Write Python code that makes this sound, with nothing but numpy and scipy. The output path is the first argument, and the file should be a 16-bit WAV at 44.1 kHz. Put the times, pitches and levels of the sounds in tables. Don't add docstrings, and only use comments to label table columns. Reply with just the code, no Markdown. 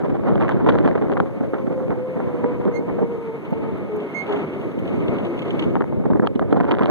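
import sys
import numpy as np
from scipy import signal
from scipy.fft import rfft, irfft
from scipy.io import wavfile
from scipy.ndimage import uniform_filter1d

SR = 44100
rng = np.random.default_rng(int(sys.argv[2]) if len(sys.argv) > 2 else 0)


def waveform_to_disk(signal):
    frames = np.transpose(np.atleast_2d(signal))
    scaled = np.clip(frames, -1, 1) * 32767
    samples = np.round(scaled).astype(np.int16)
    wavfile.write(sys.argv[1], SR, samples)


N = 304478

BASS, THUD, MIDS = (90, 380), (150, 600), (650, 2400)
EDGE, TOP, AIR = (2750, 3750), (5500, 13500), (7000, 13000)

# time_s, buffeting_db, crackle_port_one_db, crackle_port_two_db
WIND_CURVE = [(0.0, -24.5, -24, -32.5), (0.17, -29.5, -69, -36), (0.28, -23.5, -51, -32.5),
              (0.37, -23, -56, -35.5), (0.45, -21.5, -47, -32.5), (0.6, -23.5, -50, -34.5),
              (0.72, -21, -30.5, -29.5), (1.18, -26, -38, -38), (1.32, -32, -43, -39),
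              (1.55, -29.5, -48, -36), (1.9, -26.5, -50, -36), (2.05, -34, -38, -43),
              (2.5, -29.5, -44.5, -39), (2.68, -29, -46, -35.5), (3.02, -26.5, -38.5, -41),
              (3.2, -36, -41, -57), (3.47, -44, -50, -54), (3.62, -25, -37.5, -43), (4.2, -48, -44, -59.5),
              (4.34, -41, -24.5, -42.5), (4.5, -40.5, -44.5, -52), (4.75, -33, -36.5, -54.5),
              (5.02, -26, -44, -46.5), (5.18, -28.5, -34.5, -48), (5.33, -36, -36, -46.5),
              (5.68, -21.5, -40, -55), (5.92, -30.5, -46, -45.5), (6.1, -22.5, -46, -40),
              (6.33, -30, -63, -57.5), (6.55, -22, -61.5, -33), (6.9, -24.5, -63, -32.5)]


def gain_of(db):
    return 10 ** (np.asarray(db) / 20)


def evened(x):
    return x / np.sqrt(np.mean(x ** 2) + 1e-20)


def read(points, hz):
    f, value = np.transpose(points)
    return np.interp(np.log(hz + 1), np.log(f + 1), value)


def column(table, index):
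    rows = np.array(table, float)
    return np.interp(np.arange(N) / SR, rows[:, 0], rows[:, index])


def add(mix, s, sound):
    start = max(round(s * SR), 0)
    part = mix[start:][:len(sound)]
    part += sound[:len(part)]


def band_power(shape, hz, band):
    return np.mean(shape ** 2 * (hz > band[0]) * (hz < band[1]))


def coloured(x, spectrum, band):
    hz = np.fft.rfftfreq(len(x), 1 / SR)
    shape = gain_of(read(spectrum, hz))
    return irfft(rfft(evened(x)) * shape, len(x)) / np.sqrt(band_power(shape, hz, band))


def flicker(per_s):
    size = max(int(SR / per_s), 2)
    smooth = uniform_filter1d(rng.standard_normal(N), size)
    smooth = uniform_filter1d(smooth, size)
    return evened(np.tanh(evened(smooth) / 2))


def both_ports(x, lag):
    turn = np.exp(-2j * np.pi * np.fft.rfftfreq(N) * lag)
    return np.array([x, irfft(rfft(x) * turn, N)])


def burst(x, shape):
    return x * shape * np.linalg.norm(shape) / np.linalg.norm(x * shape)


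def struck(spectrum, band, size):
    hz = np.fft.rfftfreq(size, 1 / SR)
    db = read(spectrum, hz)
    folded = irfft(db * np.log(10) / 20, size) * np.where(np.arange(size) < size // 2, 2, 0)
    folded[0] /= 2
    inside = band_power(gain_of(db), hz, band)
    return irfft(np.exp(rfft(folded)), size) * np.sqrt(size / inside)


def wind(port):
    # frequency_hz, level_db
    buffet_tone = [(20, -33.5), (50, -17), (100, -3), (180, -1), (330, -3.5), (550, -10), (900, -36.5),
                   (1500, -46.5), (3000, -100.5), (6000, -100)]
    # frequency_hz, level_db
    crackle_tone = [(30, -50.5), (100, -5.5), (400, 5.5), (800, -3.5), (1400, -13.5), (2200, -22.5),
                    (3400, -37), (4300, -46.5), (5000, -47.5), (14000, -81)]
    lull_db = 2.5 * flicker(13)
    crackle_db = column(WIND_CURVE, index=2 + port)

    eddies = rng.standard_normal(N) * gain_of(2.5 * flicker(79) + 1.73 * flicker(130))
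    buffet = coloured(eddies, buffet_tone, BASS) * gain_of(column(WIND_CURVE, index=1) + lull_db)

    spiky = np.clip((column(WIND_CURVE, index=3) + 50) / 16, .2, 1)
    pops = rng.standard_normal(N) * gain_of(spiky * (5.34 * flicker(55) + 2.2 * flicker(330)))
    crackle = coloured(pops, crackle_tone, MIDS) * gain_of(crackle_db + 1.19 * lull_db - 4.7)
    return buffet + crackle + spiky * knocks(crackle_db + lull_db)


def knocks(level_db):
    # ring_hz, ring_db
    knock_rings = [(350, 13), (500, 11), (750, 6.5), (1100, 1.5)]
    per_s, offset_db, spread_db = 140, -6.5, 3.5
    happens = rng.random(N) < per_s / SR
    size = gain_of(spread_db * np.minimum(rng.exponential(1, N), 3)) * happens
    kind = rng.integers(0, len(knock_rings), N)
    out = np.zeros(N)
    for k, (hz, db) in enumerate(knock_rings):
        tone = [(30, -40), (200, -6), (hz * .7, db - 5), (hz, db), (hz * 1.4, db - 9),
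                (2300, -22), (3400, -35), (5000, -48), (14000, -75)]
        ring = struck(tone, MIDS, size=2048)[:1024]
        out -= signal.oaconvolve(size * (kind == k), ring)[:N]
    return out / np.sqrt(2048 * np.mean(size ** 2)) * gain_of(level_db + offset_db)


def gusts():
    # time_s, port (0 or 1), level_db, length_scale_s, thump_over_level_db
    gust_rows = [(0.029, 0, -29, 0.0099, 16), (0.247, 1, -36, 0.028, 2), (0.284, 1, -24, 0.077, 11),
                 (0.33, 1, -32, 0.012, 9), (0.355, 1, -38, 0.035, 27), (0.412, 1, -20.5, 0.071, -17),
                 (0.492, 1, -19, 0.018, 0), (0.512, 0, -21, 0.027, -14), (0.559, 1, -29, 0.043, 14),
                 (0.602, 1, -23, 0.021, -9), (0.644, 1, -24.5, 0.0092, 17.5), (0.668, 1, -15.5, 0.023, 10),
                 (0.69, 0, -19, 0.014, 10), (0.691, 1, -14.5, 0.025, -17), (0.753, 1, -16.5, 0.0052, 10.5),
                 (0.777, 1, -26, 0.012, 10), (0.847, 1, -21.5, 0.041, 13), (0.878, 1, -18.5, 0.018, 5),
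                 (0.911, 0, -33, 0.0066, 21), (0.954, 1, -23.5, 0.0037, 18.5), (0.976, 1, -20, 0.016, -5),
                 (1.023, 1, -30, 0.057, 17), (1.107, 1, -31, 0.015, 21), (1.122, 0, -25.5, 0.013, 14.5),
                 (1.159, 1, -22, 0.0067, 0), (1.171, 0, -15.5, 0.0092, -8), (1.204, 0, -23, 0.006, 14),
                 (1.409, 1, -27.5, 0.0072, 18), (1.538, 1, -22.5, 0.023, 11.5), (1.674, 1, -27, 0.0047, 18),
                 (1.705, 1, -32.5, 0.014, 20), (1.803, 1, -30, 0.021, 10), (1.91, 1, -25, 0.039, 11.5),
                 (2.163, 1, -27.5, 0.019, 13), (2.193, 1, -27, 0.019, 8), (2.294, 1, -32, 0.017, 13),
                 (2.443, 1, -31, 0.04, 20), (2.662, 1, -30.5, 0.041, 21.5), (2.68, 1, -26, 0.024, 13),
                 (2.792, 1, -41, 0.06, 27), (2.886, 1, -27, 0.029, 9), (2.991, 1, -27, 0.038, 14),
                 (3.022, 1, -30, 0.029, 22), (3.523, 1, -37, 0.0086, 30), (3.96, 1, -36, .05, 11),
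                 (4.302, 1, -33, 0.067, 5), (4.37, 1, -36, 0.083, 12), (5.763, 0, -19, 0.014, 10),
                 (5.811, 0, -22, 0.02, 12), (5.842, 0, -21, 0.0034, -11), (5.924, 0, -27.5, 0.0089, 14.5),
                 (6.001, 1, -38.5, 0.018, 23.5), (6.038, 1, -32, 0.015, 12), (6.056, 1, -20, 0.012, 12.5),
                 (6.105, 1, -25, 0.022, 16), (6.134, 1, -28, 0.0085, 16), (6.153, 1, -28.5, 0.014, 22),
                 (6.169, 1, -27, 0.012, -1), (6.195, 1, -27, 0.0022, 23.5), (6.228, 1, -24.5, 0.04, 16),
                 (6.247, 0, -21, 0.012, 4), (6.271, 1, -9, 0.0038, -18), (6.357, 1, -26.5, 0.0045, 21),
                 (6.394, 1, -15.5, 0.0057, -15), (6.417, 1, -26.5, 0.029, 14.5),
                 (6.526, 1, -10.5, 0.0061, 6.5), (6.539, 1, -36, 0.0075, 21),
                 (6.567, 1, -20.5, 0.021, 12.5), (6.605, 1, -18, 0.013, 11), (6.641, 1, -24, 0.013, 10),
                 (6.716, 1, -21, 0.032, 12.5), (6.726, 0, -24.5, 0.032, 7), (6.809, 1, -15.5, 0.012, 9.5),
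                 (6.83, 1, -20.5, 0.028, 9.5)]
    rise_s, lead = 0.0017, 0.19
    treble_at_reference_db, brightens = -27, 2.6
    thump_tone = [(20, -64.5), (60, -19.5), (200, 14.0), (450, 8.5), (900, -10), (2000, -74.5), (5000, -100)]

    out, t = np.zeros((2, N)), (np.arange(8192) - 1536) / SR
    late = np.maximum(t, 0) / 1.35
    flow_db = column(WIND_CURVE, index=1)
    air = rng.standard_normal((len(gust_rows), 2, len(t)))
    grain = uniform_filter1d(rng.standard_normal((len(gust_rows), len(t))), 60)
    air[:, 0] *= gain_of(3.5 * evened(grain))
    for (s, port, db, length, thump_db), (edge_air, thump_air) in zip(gust_rows, air):
        treble_db = treble_at_reference_db + brightens * (flow_db[round(s * SR)] + 24.5)
        edge_tone = [(30, -50.5), (300, -12.5), (700, 7.5), (1200, 0.5), (2200, -17.5),
                     (3200, treble_db - 3.5), (4200, treble_db - 15.0),
                     (5000, treble_db - 22.0), (14000, treble_db - 47.5)]
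        onset = t + lead * length
        edge_shape = np.clip(onset / rise_s, 0, 1) * np.exp(-(late / (0.56 * length)) ** 2)
        edge = gain_of(-3.5) * burst(coloured(edge_air, edge_tone, MIDS), edge_shape)

        thump_rise = np.clip(onset / (2.7 * rise_s) + 0.47, 0, 1)
        thump_shape = thump_rise * np.exp(-(late / (0.42 * length + 0.0062)) ** 2)
        thump = gain_of(thump_db - 5.5) * burst(coloured(thump_air, thump_tone, THUD), thump_shape)
        add(out[int(port > .5)], s + t[0], gain_of(db) * (edge + thump))
    return out


def snaps():
    # time_s, port (0 or 1), treble_db, body_over_treble_db,
    # and in some rows top_brightening_db
    snap_rows = [(0.237, 0, -51, 41), (0.2547, 0, -51, 40), (0.2762, 1, -53, 38), (0.2886, 1, -43, 37.5),
                 (0.3565, 1, -36.5, 28.5), (0.3795, 1, -48, 40), (0.4036, 1, -46, 39),
                 (0.4103, 1, -33, 31, 6), (0.418, 1, -37, 32), (0.4248, 1, -31.5, 26),
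                 (0.4348, 1, -43.5, 41), (0.4486, 1, -44, 38), (0.482, 1, -38, 35, 6), (0.487, 0, -41, 29),
                 (0.493, 1, -31, 34, 15), (0.499, 1, -47, 37), (0.5115, 1, -40, 36), (0.52, 1, -34, 7),
                 (0.646, 1, -45, 13), (0.6638, 1, -41.5, 36), (0.674, 1, -44, 21), (0.689, 1, -26, 28, 3),
                 (0.6914, 0, -21, 18, 1), (0.6935, 1, -25, 24, 2), (0.698, 0, -27, 20, 4),
                 (0.704, 1, -38, 34), (0.7226, 1, -38, 27), (0.742, 1, -49, 25), (0.754, 1, -41, 36),
                 (0.779, 1, -47, 42), (0.787, 1, -32.5, 31), (0.792, 1, -40, 9), (0.8494, 1, -45.5, 42),
                 (0.861, 1, -37, 20), (0.8768, 1, -32, 30), (0.8886, 1, -39, 24), (0.9126, 0, -44, 41),
                 (0.9533, 1, -44, 42), (0.9565, 1, -43, 38), (0.9596, 0, -42.5, 34), (0.9803, 1, -48, 36),
                 (1.015, 1, -49, 38), (1.023, 1, -42, 32.5), (1.0988, 1, -45.5, 36), (1.1189, 0, -37, 27),
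                 (1.1268, 0, -34.5, 30), (1.136, 1, -40.5, 30), (1.169, 0, -44, 38), (1.176, 0, -39, 33),
                 (1.202, 0, -29, 33, 0), (1.4077, 1, -51, 43), (1.5437, 1, -42.5, 37.5), (1.67, 1, -48, 40),
                 (1.9061, 1, -44, 35), (2.2029, 1, -49, 44), (2.4436, 1, -52, 51), (2.6534, 1, -43, 33.5),
                 (2.6797, 1, -49, 39.5), (2.898, 1, -59, 46), (2.9917, 1, -55, 45), (3.53, 1, -61, 43),
                 (5.7554, 0, -38, 43), (5.808, 0, -40, 42), (5.821, 0, -45, 42), (5.842, 0, -49.5, 42.5),
                 (5.9245, 0, -58, 39), (6.0595, 1, -57, 45), (6.1037, 0, -59, 46), (6.134, 1, -52, 54),
                 (6.159, 1, -57.5, 50), (6.1976, 1, -56, 56), (6.2518, 0, -59, 36), (6.264, 1, -40, 12),
                 (6.273, 1, -19.5, 10, -4), (6.354, 1, -41, 19), (6.36, 1, -37, 8), (6.395, 1, -35, 34, 4),
                 (6.426, 1, -51, 45), (6.509, 0, -47, 1), (6.514, 0, -47, 1), (6.5282, 1, -32, 32, 9),
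                 (6.5445, 1, -55, 52), (6.563, 1, -54, 30), (6.5763, 1, -50, 31), (6.6024, 1, -45, 45),
                 (6.6097, 1, -45, 43), (6.635, 1, -43, 31), (6.6436, 1, -46.5, 44), (6.6525, 1, -45, 35),
                 (6.669, 1, -49, 33), (6.7106, 1, -34, 30), (6.7132, 1, -23.5, 20, 4),
                 (6.7193, 1, -24.5, 23), (6.741, 1, -40.5, 33), (6.7507, 1, -35, 30), (6.7696, 1, -43, 30),
                 (6.786, 1, -33, 26), (6.7939, 1, -29.5, 24), (6.798, 1, -47, 41), (6.811, 1, -48, 15),
                 (6.823, 1, -31, 30), (6.8344, 1, -29, 15), (6.8429, 1, -41, 34), (6.8587, 1, -22, 18.5),
                 (6.8704, 1, -35, 25)]
    top_at_reference_db, dulls = -24, .15
    grain, grain_s = 0.19, 0.0011
    out, t = np.zeros((2, N)), np.arange(2048) / SR
    energy_scale = np.sqrt(0.0012 * SR / len(t))
    air = rng.standard_normal((len(snap_rows), 128))
    for (s, port, db, body_db, *bright_db), turbulence in zip(snap_rows, air):
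        top_db = top_at_reference_db - dulls * (db + 31.0) + sum(bright_db)
        tone = [(30, body_db - 41.5), (200, body_db - 9.5), (500, body_db - 5), (1000, body_db - 5.5),
                (1900, body_db - 14.5), (3200, 5), (3800, -3), (4400, -11),
                (5500, top_db - 4), (8000, top_db - 10.0), (14000, top_db - 20.5)]
        push = grain * turbulence * np.exp(-t[:128] / grain_s)
        push[0] = -1
        push /= np.linalg.norm(push)
        snap = np.convolve(struck(tone, EDGE, size=2048)[:1024], push)
        add(out[int(port > .5)], s - .0004, gain_of(db - 2.5) * energy_scale * snap)
    return out


def rolling():
    # time_s, tyre_and_drive_roar_db, grass_and_air_hiss_db
    rolling_curve = [(0.0, -50.5, -83), (0.75, -47, -82.5), (1.3, -48.5, -77), (3.0, -46.5, -78.5),
                     (3.5, -45, -78.5), (3.9, -43.5, -79), (4.4, -41.5, -74.5), (4.7, -42.5, -76.5),
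                     (5.2, -41, -74.5), (5.65, -39.5, -72), (5.9, -50, -83.5), (6.9, -55, -92.5)]
    # frequency_hz, level_db
    roar_tone = [(30, -42.5), (200, 13.5), (500, -3), (900, 8), (1250, 4), (1600, -2), (2150, -5.5),
                 (2700, -6), (3500, -21), (4300, -27), (5000, -33), (7500, -54.5), (9000, -81)]
    # ring_hz, width_hz, boost_db
    frame_rings = [(1262, 14, 9.5), (2184, 140, 9), (3600, 68, 5), (6520, 60, 1.5)]
    # frequency_hz, level_db
    rumble_tone = [(20, -45), (50, -11), (100, 7.5), (200, 14.5), (400, 9.5), (700, -4), (1200, -60),
                   (4000, -88)]
    # frequency_hz, level_db
    hiss_tone = [(2000, 3), (4500, 3.5), (6500, 2), (7800, -5), (11000, -1), (14000, 0)]

    bumps = gain_of(column(rolling_curve, index=1) + 1.2 * flicker(5.2) + 1.4 * flicker(51))
    hz = np.fft.rfftfreq(N, 1 / SR)
    rings = 1 + sum((gain_of(db) - 1) / (1 + (2 * (hz - f) / width) ** 2) for f, width, db in frame_rings)

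    def roar_noise():
        rough = coloured(rng.standard_normal(N), roar_tone, MIDS) * bumps
        return irfft(rfft(rough) * rings, N)

    alike = .7
    common = both_ports(roar_noise(), lag=11.55)
    separate = np.array([roar_noise(), roar_noise()])
    roar = alike * common + np.sqrt(1 - alike ** 2) * separate
    rumble = coloured(rng.standard_normal(N), rumble_tone, BASS) * bumps * gain_of(13 + 2.2 * flicker(22))
    hiss = np.array([coloured(rng.standard_normal(N), hiss_tone, AIR) for _ in range(2)])
    hiss_db = column(rolling_curve, index=2) + 0.9 * flicker(25) + 0.92 * flicker(7)
    return roar + rumble + hiss * gain_of(hiss_db)


def whine():
    # time_s, pitch_hz, steady_level_db
    mesh_curve = [(0.9, 560, -60), (1.3, 543, -52), (2.3, 499, -45), (2.8, 479, -46), (3.3, 458, -52),
                  (3.7, 443, -52), (4.0, 426, -58), (4.4, 400, -58), (5.3, 346.4, -55), (5.75, 311, -60)]
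    # start_s, length_s, level_db, octave_level_db
    swell_rows = [(1.016, 0.3, -38, -55), (1.335, 0.33, -35, -57), (1.688, 0.21, -29, -56),
                  (1.937, 0.31, -29.5, -60), (2.242, 0.4, -31, -45), (2.63, 0.24, -31.5, -47.5),
                  (2.924, 0.26, -29.5, -51.5), (3.179, 0.2, -29.5, -47), (3.49, 0.24, -33.5, -45),
                  (3.749, 0.068, -33, -65), (3.894, 0.19, -25, -53), (4.277, 0.15, -22.5, -53),
                  (4.524, 0.085, -31, -60), (4.856, 0.17, -39, -50), (5.215, 0.12, -28, -58),
                  (5.524, 0.12, -27, -56)]
    swell_edge, climb_hz = 0.35, 2.5
    low = gain_of(column(mesh_curve, index=2))
    octave, climb = np.zeros((2, N))
    for s, length, db, octave_db in swell_rows:
        along = np.arange(0, length, 1 / SR) / length
        swell = np.sin(np.pi * along) ** swell_edge
        add(low, s, gain_of(db) * swell)
        add(octave, s, gain_of(octave_db) * swell)
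        add(climb, s, climb_hz * (along - .5))
    hz = column(mesh_curve, index=1) + climb + 5.9 * flicker(40) + 1.5 * flicker(7.2)
    turn = 2 * np.pi * np.cumsum(hz) / SR
    slip = .7 * flicker(70)
    tone = low * np.sin(turn) + octave * gain_of(1.8 * flicker(60)) * np.sin(2 * turn + slip)
    breakup = gain_of(2.6 * flicker(51) - 1.26)
    return both_ports(np.sqrt(2) * tone * breakup, lag=0.62)


def squeaks():
    # start_s, attack_s, length_s, level_db, overtones_db
    squeak_rows = [(2.71, 0.05, 0.112, -34.5, 10), (4.078, 0.019, 0.044, -42, -8),
                   (4.136, .015, 0.135, -27, 0.5), (5.333, 0.011, 0.024, -44, -1),
                   (5.417, 0.0087, 0.025, -42, -3)]
    # multiple of the fundamental, level_db
    squeak_tone = [(1, 1), (2, -27), (3, -21), (4, -48), (5, -44)]
    pitch_hz, scoop, scoop_of_attack = 2175, .11, .55
    release, overtone_fade_db = 0.43, 8
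    out, waver, rasp = np.zeros(N), flicker(380), flicker(90)
    for s, attack, length, db, over_db in squeak_rows:
        t = np.arange(0, length, 1 / SR)
        hz = pitch_hz * (1 - scoop * np.exp(-t / (scoop_of_attack * attack)))
        turn = 2 * np.pi * np.cumsum(hz * (1 + .008 * waver[:len(t)])) / SR
        stack = np.zeros(len(t))
        for multiple, tone_db in squeak_tone:
            rough_db = 3.3 * rasp[round(multiple * SR):][:len(t)]
            overtone_db = over_db + rough_db - overtone_fade_db * (t / length) ** 2
            harmonic_db = tone_db + (multiple > 1.5) * overtone_db
            stack += gain_of(harmonic_db) * np.sin(round(multiple) * turn)
        shape = np.minimum(t / attack, 1) * np.minimum((length - t) / (release * length), 1)
        add(out, s, stack * gain_of(db) * shape ** 2.2)
    return both_ports(out, lag=3.95)


def rattles():
    # time_s, level_db, part (row of the next table)
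    rattle_rows = [(3.5039, -50, 1), (3.7754, -51, 1), (3.9594, -47, 1), (4.262, -40, 4), (4.279, -44, 4),
                   (4.3221, -54, 0), (4.327, -39, 4), (4.352, -44, 4), (4.3994, -41, 4), (4.415, -45, 4),
                   (4.7894, -48, 1), (5.1347, -52, 1), (5.2485, -56, 0), (5.3657, -66, 0), (5.389, -51, 0),
                   (5.418, -53, 0), (5.5036, -51, 0), (5.592, -44.5, 0), (5.621, -49.5, 0), (3.915, -36, 3),
                   (3.935, -41, 3), (4.02, -41, 3), (4.2622, -38, 3), (4.3235, -27, 3), (4.343, -36, 3),
                   (4.3679, -36, 3), (4.372, -42, 4), (4.3984, -36, 3), (4.4692, -41, 3), (4.4967, -42, 3),
                   (4.5261, -35, 3), (4.7366, -41, 3), (4.8573, -42, 3), (4.9536, -41, 3), (5.01, -38, 3),
                   (5.1362, -35, 3), (5.2484, -35, 3), (5.3886, -33, 3), (5.462, -36, 3), (5.478, -56, 0),
                   (5.5069, -36, 3), (5.5912, -31, 3), (5.6196, -33, 3), (5.636, -56, 0)]
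    # ring_hz, knock_over_hit_db, tick_over_hit_db, ring_blur_hz
    part_rows = [(7200, 28.5, -15, 1800), (11800, 4, -15, 1800), (2190, 22, -15, 1800),
                 (2130, -10, -45, 140), (3600, 2, -28, 450)]
    t60_s = 0.043
    tick_tone = [(3000, -20), (5500, 0), (8000, 0), (14000, -6)]
    knock_tone = [(800, -16.5), (2100, 13.5), (3500, 20.5), (4600, -3.0), (8000, -31.0)]
    out, t = np.zeros(N), np.arange(4000) / SR
    rows = list(rattle_rows) + shakes()
    air = rng.standard_normal((len(rows), 3, 4000))
    for (s, db, part), (tick_air, ring_air, knock_air) in zip(rows, air):
        hz, knock_db, tick_db, blur_hz = part_rows[round(part)]
        tick = coloured(tick_air, tick_tone, TOP) * gain_of(tick_db)
        blur = evened(uniform_filter1d(ring_air, round(SR / blur_hz)))
        ring = np.sin(2 * np.pi * hz * t) * blur * gain_of(-7.0)
        knock = coloured(knock_air, knock_tone, EDGE) * gain_of(knock_db - 9.0)
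        decay = gain_of(db - 60 * t / t60_s) * np.minimum(t / 0.0027, 1)
        add(out, s, decay * (tick + ring + knock))
    return both_ports(out, lag=6.33)


def shakes():
    # time_s, level_db
    shaking_curve = [(3.4, -80.5), (4.22, -72), (4.26, -58), (4.33, -59), (4.44, -70), (4.6, -72.5),
                     (5.4, -62.5), (5.75, -79.5)]
    count, spread_db = 130, 6
    when, size = rng.random((count, 2)).T
    s, db = np.transpose(shaking_curve)
    when = s[0] + when * (s[-1] - s[0])
    level_db = np.interp(when, s, db) - spread_db * np.log(size + 0.028)
    return [(moment, level, 2) for moment, level in zip(when, level_db)]


def scene():
    air = np.array([wind(0), wind(1)]) + gusts() + snaps()
    return air + rolling() + whine() + squeaks() + rattles()


def record(dry):
    port_lag, edge_hz, circuit_db = 17, 13900, -69
    delayed = np.roll(dry[::-1], port_lag, axis=1)
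    sides = np.clip(dry - 0.86 * delayed, -1, 1)
    sides += gain_of(circuit_db) * rng.standard_normal(dry.shape)
    sides *= np.minimum(np.arange(N) / (.003 * SR), 1)
    band = signal.firwin(511, edge_hz, window=("kaiser", 9), fs=SR)
    return np.clip(signal.oaconvolve(sides, band[None], "same"), -1, 1)


dry = scene()
out = record(dry)
waveform_to_disk(out)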